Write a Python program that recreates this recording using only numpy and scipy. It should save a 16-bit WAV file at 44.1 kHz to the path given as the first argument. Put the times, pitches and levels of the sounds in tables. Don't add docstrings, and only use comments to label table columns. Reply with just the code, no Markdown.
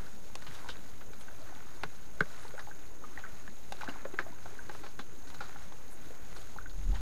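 import sys
import numpy as np
from scipy import signal
from scipy.io import wavfile
from scipy.ndimage import uniform_filter1d

SR = 44100
rng = np.random.default_rng(int(sys.argv[2]) if len(sys.argv) > 2 else 0)


def master_out(mix):
    frames = np.transpose(np.atleast_2d(mix))
    ceiling = np.clip(frames, -1, 1)
    pcm = np.round(ceiling * 32767).astype(np.int16)
    wavfile.write(sys.argv[1], SR, pcm)


N = 309129

# start_s, level_db, pitch_hz
BUBBLE_RINGS = [(0.066, -43, 1475), (0.356, -53, 743), (0.422, -47, 1770), (0.547, -40.5, 1650),
                (0.645, -44, 950), (0.66, -37, 930), (0.688, -41.5, 940), (0.688, -36, 1525),
                (0.695, -32, 464), (0.702, -40, 3640), (0.749, -51, 1530), (0.79, -43, 175.5),
                (1.282, -45, 1550), (1.523, -45, 740), (1.836, -40.5, 1430), (1.841, -37, 435),
                (1.848, -37, 137), (2.207, -14.5, 1510), (2.209, -19.5, 432), (2.211, -15, 154),
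                (2.302, -45.5, 1450), (2.449, -42, 455), (2.451, -41, 920), (2.539, -38, 483),
                (2.549, -37, 570), (2.579, -38, 1440), (2.582, -38, 840), (2.593, -38, 1680),
                (2.673, -38, 830), (2.686, -40.5, 800), (2.712, -40.5, 1540), (3.039, -31.5, 1200),
                (3.175, -37, 1850), (3.177, -43.5, 820), (3.239, -33.5, 1527), (3.25, -37, 1300),
                (3.265, -40.5, 1830), (3.477, -40.5, 1690), (3.72, -44, 1550), (3.722, -36.5, 780),
                (3.811, -33, 1440), (3.833, -32, 920), (3.819, -42.5, 2400), (3.871, -42, 1390),
                (3.877, -36.5, 1540), (3.881, -34, 672), (3.884, -25, 275), (3.893, -34, 2760),
                (3.916, -44, 280), (3.959, -43.5, 876), (4.053, -45, 1690), (4.054, -29, 544),
                (4.138, -33, 346), (4.189, -19, 1710), (4.198, -35, 327), (4.224, -41, 1800),
                (4.265, -37.5, 670), (4.282, -42, 660), (4.325, -43.5, 960), (4.457, -36.5, 705),
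                (4.458, -43.5, 1330), (4.525, -37.5, 398), (4.59, -40.5, 1560), (4.691, -38, 372),
                (4.695, -32.5, 1580), (4.696, -29, 833), (4.836, -43, 770), (4.991, -40, 1790),
                (4.997, -36, 250), (5.407, -33.5, 1370), (5.408, -38, 796), (5.442, -47, 1320),
                (5.492, -44, 860), (5.558, -42.5, 800), (5.56, -44, 1360), (6.105, -41, 464),
                (6.562, -37.5, 840), (6.586, -34, 1365), (6.612, -46.5, 1480), (6.659, -37.5, 1506),
                (6.925, -43, 763), (6.94, -38, 785), (6.957, -40.5, 1830), (6.968, -42, 955)]


def bubbles():
    t, out = np.arange(SR // 4) / SR, np.zeros(N + SR // 2)
    chances = rng.random((len(BUBBLE_RINGS), 2, 2))
    for (start_s, level_db, pitch_hz), shed in zip(BUBBLE_RINGS, chances):
        t60_s = 0.02933 * (1000 / pitch_hz) ** 0.26 * np.exp(-0.03 * (level_db + 35))
        family = [(start_s, level_db, pitch_hz)]
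        for lag, detune in shed:
            family.append((start_s + 0.1685 * t60_s * lag, level_db - 12.5,
                           pitch_hz * (0.852 + 0.41 * detune)))
        climb = 1 + 0.09 * t / max(t60_s, 0.003)
        envelope = decay(t, t60_s, rise_s=0.54 / pitch_hz, bend=0.97)
        for own_s, own_db, own_hz in family:
            tone = np.sin(2 * np.pi * own_hz * np.cumsum(climb) / SR)
            onset = round(own_s * SR)
            out[onset:onset + len(t)] += from_db(own_db) * envelope * tone
    return out[:N] * from_db(5.6 * np.tanh(drift(240)))


# start_s, slap_db, spray_db, slap_t60_s
SURFACE_IMPACTS = [(0.354, -32, -34.5, 0.014), (0.422, -43, -45, 0.018), (0.466, -43.5, -44.5, 0.066),
                   (0.549, -64, -44, 0.027), (0.687, -41.5, -40, 0.07), (0.699, -66, -41, 0.066),
                   (0.855, -53, -74, 0.044), (1.009, -47, -59, 0.093), (1.133, -44.5, -53, 0.031),
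                   (1.209, -49, -51, 0.044), (1.284, -44, -65, 0.026), (1.491, -48.5, -73, 0.073),
                   (1.835, -21, -35.5, 0.019), (2.206, -22, -36, 0.019), (2.592, -44, -49, 0.091),
                   (3.188, -45.5, -53, 0.079), (3.478, -36.5, -65, 0.015), (3.723, -30.5, -30, 0.013),
                   (3.809, -44.5, -47.5, 0.1), (3.842, -36, -43, 0.023), (3.886, -38.5, -49, 0.1),
                   (4.051, -37, -69, 0.043), (4.139, -41, -53, 0.038), (4.188, -31.5, -46.5, 0.089),
                   (4.458, -43, -58, 0.039), (4.696, -33.5, -51, 0.022), (4.711, -45, -63, 0.042),
                   (4.749, -40, -64, 0.032), (4.835, -46, -53, 0.16), (4.864, -38, -51.5, 0.038),
                   (4.991, -38, -42, 0.061), (5.271, -48, -50, 0.037), (5.302, -38, -43.5, 0.015),
                   (5.344, -46, -46.5, 0.043), (5.405, -42.5, -48.5, 0.16), (5.722, -44, -50, 0.022),
                   (6.363, -45, -46.5, 0.062), (6.414, -56, -52, 0.03), (6.695, -57, -51, 0.047),
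                   (6.916, -63, -49, 0.03), (6.944, -50, -50, 0.22)]


def splashes():
    t, out = np.arange(SR // 4) / SR, np.zeros(N + SR // 4)
    noise = rng.standard_normal((len(SURFACE_IMPACTS), 3, len(t)))
    slaps = rms_one(band(band(noise[:, 0], 270, 1900), 136, 2460))
    cracks = rms_one(band(noise[:, 1], 1700, 8500))
    contact = band(signal.unit_impulse(len(t)), 400, 2570)
    contact = from_db(-1.5) * contact / np.abs(contact).max()
    for k, (start_s, slap_db, spray_db, t60_s) in enumerate(SURFACE_IMPACTS):
        slap = decay(t, t60_s, rise_s=0.0011) * slaps[k] - contact
        spray_hz = 3060 * (4300 / 3060) ** rng.random()
        spit = resonance(noise[k, 2], spray_hz, 0.44 * spray_hz)
        spit = rms_one(resonance(spit, spray_hz, 1.3 * spray_hz))
        spray = 0.82 * decay(t, 0.0062, rise_s=0.000094) * cracks[k]
        spray += 0.63 * decay(t, 1.62 * t60_s, rise_s=0.0014) * spit
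        onset = round(start_s * SR)
        out[onset:onset + len(t)] += from_db(slap_db) * slap + from_db(spray_db) * spray
    return out[:N]


# time_s, trickle_db, rustle_db
TRAP_MOTION = [(0.0, -55.5, -59), (0.21, -66, -64.5), (0.58, -54, -60), (1.0, -64, -67),
               (1.5, -57.5, -63.5), (2.13, -62.5, -65), (2.38, -53.5, -61.5), (2.62, -60, -64),
               (2.97, -63, -67.5), (3.3, -57, -63), (3.6, -67, -65), (3.9, -51.5, -60.5), (4.1, -59.5, -70),
               (4.76, -58, -61.5), (4.96, -65, -68), (5.23, -63, -63.5), (5.48, -55, -62),
               (5.8, -62, -66.5), (6.42, -58, -61.5), (6.7, -65, -66.5), (7.01, -59.5, -64.5)]


def net_trap():
    trickle_db, rustle_db = curves(TRAP_MOTION)
    wash = rms_one(band(rng.standard_normal(N), 700, 1770))
    trickle = rms_one(grains(1200, 247, 2000, ring=20.6, spread_db=4.0) + 0.98 * wash)
    mesh = grains(1800, 1740, 5270, ring=4.3, spread_db=-0.8)
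    drops = grains(40, 3400, 4360, ring=34.0, spread_db=3.5)
    return from_db(trickle_db) * trickle + from_db(rustle_db) * (mesh + 0.3 * drops)


# centre_s, level_db, half_width_s
GRASS_SWISHES = [(0.637, -68, 0.046), (1.213, -62.5, 0.017), (2.42, -64, 0.036), (2.486, -61, 0.013),
                 (2.596, -63, .03), (4.6, -69, 0.043), (5.932, -61, 0.022), (6.378, -69, 0.059)]


def grass():
    t = np.arange(N) / SR
    swells = sum(from_db(level_db) * np.exp(-((t - centre_s) / half_width_s) ** 2)
                 for centre_s, level_db, half_width_s in GRASS_SWISHES)
    crackle = grains(6500, 9900, 10700, ring=6.7, spread_db=4.0)
    return swells * rms_one(band(crackle, 7200, 11200))


# time_s, level_db
GUST_PRESSURE = [(6.2, -60), (6.36, -48.5), (6.48, -68), (6.58, -48), (6.73, -47), (6.77, -36), (6.84, -37),
                 (6.906, -23), (6.97, -39), (7.01, -37)]


def wind():
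    white = rng.standard_normal((3, N))
    breeze = rms_one(band(white[0], 1.8, 68.0)) * from_db(1.76 * drift(10.6))
    push = band(white[1], 26.4, 45)
    push /= np.sqrt(uniform_filter1d(push ** 2, SR // 25) + 1e-12)
    eddies = from_db(-17.5) * rms_one(band(white[2], 68, 170))
    blowing = np.arange(N) / SR > GUST_PRESSURE[0][0]
    gust = from_db(curves(GUST_PRESSURE)[0]) * blowing
    return from_db(-56) * breeze + gust * (push + eddies)


# frequency_hz, relative_density_db
SWAMP_SPECTRUM = [(40,-8),(60,-1),(145,0),(350,-1.5),(800,-8.5),(1500,-31.5),(2600,-13),(4000,-46.5),(5800,-22),(8000,-26.5),(12000,-24),(17000,-21)]


def swamp():
    out, white = 0, rng.standard_normal((2, N))
    edges_hz = 60 * 2 ** np.arange(0, 8.3, 0.5)
    frequency_hz, density_db = np.transpose(SWAMP_SPECTRUM)
    for k, (low_hz, high_hz) in enumerate(zip(edges_hz, edges_hz[1:])):
        band_db = np.interp(np.log(low_hz * high_hz) / 2, np.log(frequency_hz), density_db)
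        flicker_db = 3.0 * drift(14.5) * (200 / high_hz) ** 0.24
        out += from_db(band_db + flicker_db) * band(white[k % 2], low_hz, high_hz)
    return from_db(-56) * rms_one(out)


# pitch_hz, width_hz, level_db, strokes_per_s, pulse_depth
INSECT_CHORUSES = [(6343, 130, -69.5, 140, 0), (6734, 170, -68.5, 210, 0.2)]


def insects():
    out, t = 0, np.arange(N) / SR
    for pitch_hz, width_hz, level_db, strokes_per_s, pulse_depth in INSECT_CHORUSES:
        pulses = 1 + pulse_depth * np.sin(2 * np.pi * strokes_per_s * t + 0.92 * drift(1.4))
        buzz = resonance(pulses * rng.standard_normal(N), pitch_hz, width_hz)
        buzz = rms_one(resonance(buzz, pitch_hz, 3.4 * width_hz))
        throb_db = 2.0 * np.sin(2 * np.pi * 18 * t + drift(1))
        swell_db = 0.23 * t + 0.74 * drift(0.83)
        out += from_db(level_db + throb_db + swell_db) * buzz
    return out


def foliage(x):
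    t = np.arange(SR // 6) / SR
    tail = band(rng.standard_normal(len(t)), 116, 3600) * decay(t, t60_s=0.05, rise_s=0.024)
    tail /= np.sqrt(np.sum(tail ** 2))
    return x + from_db(-19) * signal.fftconvolve(x, tail)[:N]


def grains(per_s, low_hz, high_hz, ring, spread_db):
    sizes = from_db(spread_db * np.minimum(rng.exponential(1, N), 4)) * rng.choice([-1, 1], N)
    clicks = sizes * (rng.random(N) < per_s * from_db(3 * drift(9)) / SR)
    pitches_hz, struck = np.geomspace(low_hz, high_hz, 14), rng.integers(0, 14, N)
    return rms_one(sum(resonance(clicks * (struck == k) + 1e-18, hz, 3.96 * hz / ring)
                       for k, hz in enumerate(pitches_hz)))


def resonance(x, hz, width_hz):
    r = np.exp(-np.pi * width_hz / SR)
    gain = (1 - r * r) / 2
    return signal.lfilter([gain, 0, -gain], [1, -2 * r * np.cos(2 * np.pi * hz / SR), r * r], x)


def decay(t, t60_s, rise_s, bend=1):
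    return (1 - np.exp(-t / rise_s)) * from_db(-60 * (t / max(t60_s, 0.003)) ** bend)


def drift(rate_hz):
    step = 40
    r = np.exp(-2 * np.pi * rate_hz * step / SR)
    slow = signal.lfilter([1], [1, -2 * r, r * r], rng.standard_normal(N // step + 2002))[2000:]
    return np.interp(np.arange(N) / step, np.arange(len(slow)), rms_one(slow))


def band(x, low_hz, high_hz):
    return signal.sosfilt(signal.butter(2, [low_hz, high_hz], "band", fs=SR, output="sos"), x)


def curves(rows):
    time_s, *columns = np.transpose(rows)
    return [np.interp(np.arange(N) / SR, time_s, column) for column in columns]


def from_db(db):
    return 10 ** (np.asarray(db) / 20)


def rms_one(x):
    return x / np.sqrt(np.mean(x ** 2) + 1e-20)


def scene():
    water = foliage(bubbles() + splashes())
    return (water + net_trap() + grass() + swamp() + insects() + wind())[None]


# centre_hz, width_hz, lift_db
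HOUSING_MODES = [(1464, 197, 3.5), (3894, 420, 3)]
CUTOFF_HZ, DC_OFFSET = 15500, -0.0313


def record(dry):
    lifts = sum((from_db(lift_db) - 1) * resonance(dry, centre_hz, width_hz)
                for centre_hz, width_hz, lift_db in HOUSING_MODES)
    low_pass = signal.ellip(12, 0.5, 70, CUTOFF_HZ, fs=SR, output="sos")
    return DC_OFFSET + signal.sosfilt(low_pass, dry + lifts)


dry = scene()
out = record(dry)
master_out(out)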